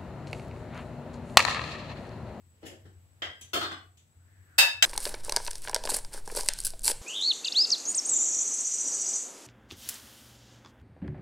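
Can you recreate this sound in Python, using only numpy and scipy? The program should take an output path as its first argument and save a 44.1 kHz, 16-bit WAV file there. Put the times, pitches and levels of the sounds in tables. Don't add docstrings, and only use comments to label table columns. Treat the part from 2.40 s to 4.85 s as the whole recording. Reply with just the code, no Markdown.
import sys
import numpy as np
from scipy import signal
from scipy.fft import rfft, irfft
from scipy.io import wavfile
from scipy.ndimage import uniform_filter1d

SR = 44100
rng = np.random.default_rng(int(sys.argv[2]) if len(sys.argv) > 2 else 0)


def wav_out(sig):
    wavfile.write(sys.argv[1], SR, np.round(np.clip(np.atleast_2d(sig).T, -1, 1) * 32767).astype(np.int16))


N = 108133


def amp(db):
    return 10 ** (np.asarray(db) / 20)


def evened(x):
    return x / np.sqrt(np.mean(x ** 2) + 1e-20)


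def read(points, hz):
    f, value = np.transpose(points)
    return np.interp(np.log(hz + 1), np.log(f + 1), value)


def add(mix, s, sound):
    part = mix[:, round(s * SR):][:, :sound.shape[-1]]
    part += sound[..., :part.shape[1]]


def colour(x, points, size=2048):
    hz = abs(np.fft.fftfreq(size, 1 / SR))
    log_gain = np.log(amp(read(points, hz)))
    response = np.fft.ifft(np.exp(np.conj(signal.hilbert(log_gain)))).real
    return signal.fftconvolve(x, response)


def click(body):
    return colour(np.ones(1), body)


def blend(a, b, likeness):
    return np.array([a, likeness * a + np.sqrt(1 - likeness ** 2) * b])


def pair(size, likeness, points=None):
    hz = np.fft.rfftfreq(size, 1 / SR)
    a, b = rfft(rng.standard_normal((2, size)))
    spectrum = blend(a, b, np.clip(read(likeness, hz), -1, 1))
    if points is not None:
        spectrum = spectrum * amp(read(points, hz))
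    return irfft(spectrum, size)


def narrow(hz, width_hz, likeness):
    offset = np.fft.fftfreq(N, 1 / SR)
    noise = rng.standard_normal((2, N)) + 1j * rng.standard_normal((2, N))
    envelope = np.fft.ifft(np.fft.fft(noise) / (1 + (2 * offset / width_hz) ** 2))
    carrier = np.exp(2j * np.pi * np.cumsum(hz * np.ones(N)) / SR)
    a, b = (envelope * carrier).real
    return evened(blend(a, b, likeness))


LATE_LOSS_DB = 5


def dying(t, t60):
    return amp(-60 * t / t60 - LATE_LOSS_DB * (4 * t) ** 2)


# (frequency [Hz], coherence [-1 to 1])
LIKENESS = [(80, 0.77), (300, 0.71), (600, 0.56), (1200, -0.25), (2500, -0.013), (8000, -0.0038)]
# (frequency [Hz], relative level [dB])
FLOOR_SPECTRUM = [(20, -23.5), (60, -5), (130, 0), (200, -10.5), (280, -10.5), (400, -16.5), (1000, -19.5),
                  (2500, -23), (6000, -30), (10000, -32), (16000, -29.5)]
# (time [s], level relative to FLOOR_DB [dB])
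FLOOR_LEVEL = [(0, -0.5), (.7, 1), (1.5, -2), (1.75, -1), (2.1, 2), (2.45, -1)]
FLOOR_DB = -67.5


def room_tone():
    level_db = FLOOR_DB + np.interp(np.arange(N) / SR, *np.transpose(FLOOR_LEVEL))
    return amp(level_db) * evened(pair(N, LIKENESS, FLOOR_SPECTRUM))


# (centre [Hz], width [Hz], level [dB], left-right likeness [0 to 1])
HISS_BANDS = [(7800, 1600, -79, 0.24), (7890, 72, -76, 0.23), (13160, 32, -86, 0.093)]


def hiss():
    return sum(amp(db) * narrow(hz, width, likeness) for hz, width, db, likeness in HISS_BANDS)


# (time [s], level relative to HUM_DB [dB])
HUM_LEVEL = [(0.0, -60), (0.16, -63), (0.46, -53), (0.81, -63.5), (0.89, -49.5), (0.93, -75), (1.05, -56),
             (1.08, -63), (1.19, -53.5), (1.75, -67), (1.77, -56), (1.96, -64), (2.01, -53.5), (2.05, -66),
             (2.24, -58), (2.29, -72), (2.37, -55.5), (2.45, -62)]
HUM_HZ, HUM_WANDER_HZ, HUM_DB = 91.4, 3.68, -1
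HUM_NOISE_DB, HUM_WIDTH_HZ = -5, 41


def hum():
    t = np.arange(N) / SR
    wander = evened(uniform_filter1d(rng.standard_normal(N), size=3000))
    phase = 2 * np.pi * np.cumsum(HUM_HZ + HUM_WANDER_HZ * wander) / SR
    tone = np.sqrt(2) * np.sin(phase)
    noise = amp(HUM_NOISE_DB) * narrow(HUM_HZ, HUM_WIDTH_HZ, 0.82)
    return amp(HUM_DB + np.interp(t, *np.transpose(HUM_LEVEL))) * (tone + noise)


# (frequency [Hz], t60 before the late loss [s])
KITCHEN_T60 = [(120, 0.33), (400, 0.41), (1200, 0.39), (3000, 0.36), (7000, 0.33), (15000, 0.23)]
DIRECT, EARLY = 0.1, 0.23
EARLY_T60_S, BUILD_S = 0.041, 0.00098
CONTACT_DB = 13


def kitchen(x, direct=DIRECT, early=EARLY, size=32768):
    t = np.arange(size) / SR
    hz, at, z = signal.stft(pair(size, LIKENESS), SR, nperseg=256)
    late_decay = dying(at, read(KITCHEN_T60, hz)[:, None])
    early_decay = early * amp(-60 * at / EARLY_T60_S)
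    z = z * np.hypot(late_decay, early_decay)
    response = signal.istft(z)[1][:, :size] * (1 - np.exp(-t / BUILD_S))
    response /= np.linalg.norm(response[0])
    response[0, 0] += direct
    response[1, rng.integers(1, 10)] += direct
    return amp(CONTACT_DB) * signal.fftconvolve(x[None], response, axes=1)


GRAINS_PER_S, GRAIN_SPREAD_DB = 1200, 5.5


def grains(length_s):
    u = np.linspace(0, 1, max(int(length_s * SR), 20))
    chance, size, sign = rng.random((3, SR // 2))[:, :len(u)]
    strength = amp(-GRAIN_SPREAD_DB * np.log(size + 1e-9))
    x = (chance < GRAINS_PER_S / SR) * strength * np.sign(sign - 0.5)
    x = x * np.sqrt(u * (1 - u))
    return x / (np.linalg.norm(x) + 1e-9)


# (time [s], length [s], level before the room gain [dB], grit relative to rub [dB])
SCRAPES = [(0.099, 0.16, -41, -5.5), (0.215, 0.048, -20.5, -13.5), (0.243, 0.032, -27, 4.5),
           (0.292, 0.024, -24.5, -12), (0.435, 0.027, -28, -19.5), (0.556, 0.31, -46, -20)]
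# (frequency [Hz], relative level [dB])
RUB = [(35, -31), (70, 9), (170, 8), (240, 4), (330, 8.5), (560, 7), (740, 3), (1100, -11), (1900, -2.5),
       (2400, -15.5), (3100, -13), (4500, -16), (15000, -55)]
# (frequency [Hz], relative level [dB])
GRIT = [(300, -25), (1200, -20), (1900, 2.5), (2400, -3.5), (2750, 5.5), (3100, 5), (3500, -3.5),
        (4500, -10), (5200, -0.5), (5800, -10), (6400, -3), (7700, -1.5), (9100, -17), (10500, -4),
        (12500, -15), (15500, -12)]


def scrape(length_s, db, grit_db):
    rub = colour(grains(length_s), RUB)
    grit = amp(grit_db) * colour(grains(length_s), GRIT)
    return amp(db) * kitchen(rub + grit)


RING_RISE_S = 0.00029
BLUR, BLUR_HZ = 0.85, 47


def ringing(modes, rise_s):
    t = np.arange(SR // 2) / SR
    offset, out = np.fft.fftfreq(len(t), 1 / SR), 0
    for hz, db, t60 in modes:
        random_phase = 2j * np.pi * rng.random((2, len(t)))
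        waver = np.fft.ifft(np.exp(random_phase - (offset / BLUR_HZ) ** 2))
        fade = (1 - np.exp(-t / rise_s)) * dying(t, t60)
        steady = np.exp(2j * np.pi * rng.random((2, 1)))
        swing = fade * (steady + BLUR * waver / np.std(waver))
        swing *= np.linalg.norm(fade) / np.linalg.norm(swing, axis=1, keepdims=True)
        out = out + amp(db) * (swing * np.exp(2j * np.pi * hz * t)).real
    return out


def hit(body, modes, ring_db=0, direct=DIRECT, early=EARLY):
    sound = kitchen(click(body), direct, early)
    add(sound, 0, amp(ring_db) * ringing(modes, RING_RISE_S))
    return sound


# (time [s], level of click and ring together [dB])
CLACKS = [(0.8198, -11)]
# (frequency [Hz], relative level [dB])
CLACK_BODY = [(40, -23), (220, -8), (350, -0.5), (650, 2), (950, -4), (1250, 3), (1600, 2), (2000, 9),
              (2400, -4), (3200, 7.5), (3600, 2.5), (4100, -7), (5200, -11), (5800, -13), (7500, -15.5),
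              (9000, -30.5), (15500, -27)]
# (frequency [Hz], relative level [dB], t60 before the late loss [s])
CLACK_MODES = [(715, -41, 0.61), (1604, -37, 0.77), (1850, -35, 0.43), (2000, -34.5, 0.78),
               (3110, -33, 0.51), (3143, -24.5, 0.38), (3220, -33.5, 0.59), (5045, -41.5, 0.67)]


def clack(db):
    return amp(db) * hit(CLACK_BODY, CLACK_MODES)


# (time [s], level of click and ring together [dB],
# extra ring level [dB], tilt of the click [dB per octave])
TICKS = [(1.0114, -30.5, 1.5, -1), (1.5721, -43, -22, 0.5)]
# (frequency [Hz], relative level [dB])
TICK_BODY = [(200, -3), (1500, -8), (2700, 3), (3400, 7.5), (4500, -3), (5500, -2), (7200, 9.5),
             (8800, -11), (11200, -6), (12500, -11.5), (15500, -10)]
# (frequency [Hz], relative level [dB], t60 before the late loss [s])
TICK_MODES = [(3160, -20, 0.18), (6100, -21.5, 0.35), (6090, -22, .36), (7200, -31, 0.2),
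              (7960, -21.5, 0.22), (9200, -33, 0.37), (10460, -27, .25), (11160, -23, .22),
              (11380, -30, 0.28), (14900, -30, .22)]
PRESENCE_HZ = 2960


def tick(db, ring_db, tilt_db):
    body = [(hz, level + tilt_db * np.log2(hz / PRESENCE_HZ)) for hz, level in TICK_BODY]
    return amp(db) * hit(body, TICK_MODES, ring_db)


# (time [s], level before the room gain [dB], bass [dB], middle [dB], treble [dB],
# extra ring level [dB], chatter length [s])
KNOCKS = [(1.1328, -7.5, 3.5, -0.5, -1, -7.5, 0.00925), (1.154, -10.5, 3.5, 1, -6, -5, 0.0052),
          (1.21, -11.5, 3.5, -1, -10.5, -5.5, 0.044), (1.313, -17, 2.5, 2, -18, -7, .004)]
# (frequency [Hz], relative level [dB])
THUD = [(35, -42), (70, -30), (130, -5), (230, -5.5), (340, -0.5), (680, 0.5), (950, 1.5), (1350, 11.5),
        (2000, 0.5), (2400, -3), (3000, 1), (3550, 6), (3900, -3.5), (4300, 5.5), (4800, -0.5), (5200, -2),
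        (6800, -6), (7800, -1.5), (9000, -10.5), (15500, -9)]
# (frequency [Hz], level relative to RING_DB [dB], t60 [s])
TRAY_MODES = [(328, -11, 0.065), (620, -17, 0.047), (705, -10.5, 0.19), (1211, -7, 0.063), (1353, 8, 0.021),
              (1574, -10, 0.046), (2070, -8.5, 0.081), (2956, -8.5, 0.16), (3165, 2.5, 0.056),
              (3200, -11, 0.14), (3577, -1, 0.047), (4270, -1, 0.12), (5090, -8, 0.11), (8060, -6.5, 0.073)]
BASS_HZ, MIDDLE_HZ, TREBLE_HZ = 330, 1160, 11000
CHATTER, RING_DB = 0.81, -29


def ring(modes):
    t = np.arange(SR // 2) / SR
    return sum(amp(db - 60 * t / t60) * np.sin(2 * np.pi * (hz * t + rng.random()))
               for hz, db, t60 in modes)


def strike(body, modes, ring_db):
    sound, start = amp(RING_DB + ring_db) * ring(modes), click(body)
    sound[:len(start)] += start
    return sound


def knock(db, bass_db, middle_db, treble_db, ring_db, length_s):
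    contact = CHATTER * grains(length_s)
    contact[0] += 1
    force_spectrum = [(BASS_HZ, bass_db), (MIDDLE_HZ, middle_db), (PRESENCE_HZ, 0), (TREBLE_HZ, treble_db)]
    force = colour(contact / np.linalg.norm(contact), force_spectrum)
    return amp(db) * kitchen(signal.fftconvolve(force, strike(THUD, TRAY_MODES, ring_db)))


# (time [s], centre [Hz], level [dB])
SWISH = [(1.7, 1385, -83), (1.82, 1450, -77), (1.92, 1780, -70.5), (2.031, 1780, -70.5),
         (2.141, 1567, -64.5), (2.252, 1480, -66)]
SWISH_WIDTH_HZ = 560


def swish():
    at, hz, db = np.transpose(SWISH)
    t = np.arange(N) / SR
    onset = np.clip((t - at[0]) * 20, 0, 1)
    return amp(np.interp(t, at, db)) * onset * narrow(np.interp(t, at, hz), SWISH_WIDTH_HZ, 0)


# (time [s], level before the room gain [dB])
CLINKS = [(2.1815, -2.5), (2.1835, -2.5), (2.1865, -5), (2.205, -19)]
# (frequency [Hz], relative level [dB])
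CRACK = [(35, -37), (110, -14), (250, -19), (450, -9), (750, 4), (1100, -1), (1600, 8.5), (2200, 1.5),
         (2800, 5.5), (4300, 1), (4950, 7), (5800, -2), (7900, -1), (10500, -4), (15500, -5.5)]


def clink(db):
    return amp(db) * kitchen(click(CRACK))


# (start time [s], level of all modes together [dB])
BOWL_START = (2.184, -21)
# (frequency [Hz], relative level [dB], t60 before the late loss [s])
BOWL_MODES = [(942.2, -10, 0.46), (1758, -5, .28), (1715, -5, 0.56), (1967, -3.5, 0.27), (2600, 1.5, 0.43),
              (2625, 5, 0.47), (2721, -1.5, 0.47), (2712, -8, 0.52), (2970, -8, 0.31), (3712, 3.5, 0.5),
              (3850, -5, 0.3), (4860, -21, .24), (4870, 0.5, 0.4), (5240, -15, 0.54), (6220, -5, 0.22),
              (7530, 1, 0.2), (8300, 2.5, 0.085), (12120, -13, .2), (12615, -3, 0.16)]
GLASS_RISE_S = 0.0019


def bowl_ring(db):
    return amp(db) * ringing(BOWL_MODES, GLASS_RISE_S)


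# (time [s], level of click and ring together [dB])
CLANKS = [(2.4245, 0.5)]
# (frequency [Hz], relative level [dB])
CLANK_BODY = [(40, -52), (200, -19), (420, -21.5), (650, -1), (870, -4), (1100, -5.5), (1600, 7.5),
              (2600, 4.5), (4000, 9), (4400, -3.5), (5000, 4.5), (6700, -9), (7500, 9), (8600, -7),
              (13400, -7), (15500, -13)]
# (frequency [Hz], relative level [dB], t60 before the late loss [s])
CLANK_MODES = [(679, -33, 0.34), (863, -31, 0.18), (1612, -18, 0.11), (1945, -32, .2), (2710, -25, 0.17),
               (3110, -11.5, 0.049), (3156, -16.5, 0.087), (3895, -22, 0.17), (5050, -26.5, 0.14),
               (6273, -21.5, 0.15), (6870, -25, 0.13), (7720, -26, 0.19)]


def clank(db):
    return amp(db) * hit(CLANK_BODY, CLANK_MODES, direct=0.2, early=1.6)


LEFT_DB = 1


def scene():
    mix = swish() + room_tone() + hiss() + hum()
    events = [(knock, KNOCKS), (clack, CLACKS), (clink, CLINKS), (bowl_ring, [BOWL_START]),
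              (clank, CLANKS), (tick, TICKS), (scrape, SCRAPES)]
    for play, table in events:
        for s, *settings in table:
            add(mix, s, play(*settings))
    return mix * amp([[LEFT_DB], [-LEFT_DB]])


LOW_CUT_HZ, EDGE_HZ = 43, 15780


def record(dry):
    low_cut = signal.butter(2, LOW_CUT_HZ, "high", fs=SR, output="sos")
    dry = signal.sosfilt(low_cut, dry)
    high_cut = signal.firwin(511, EDGE_HZ, window=("kaiser", 9), fs=SR)
    return signal.oaconvolve(dry, high_cut[None], "same")


dry = scene()
out = record(dry)
wav_out(out)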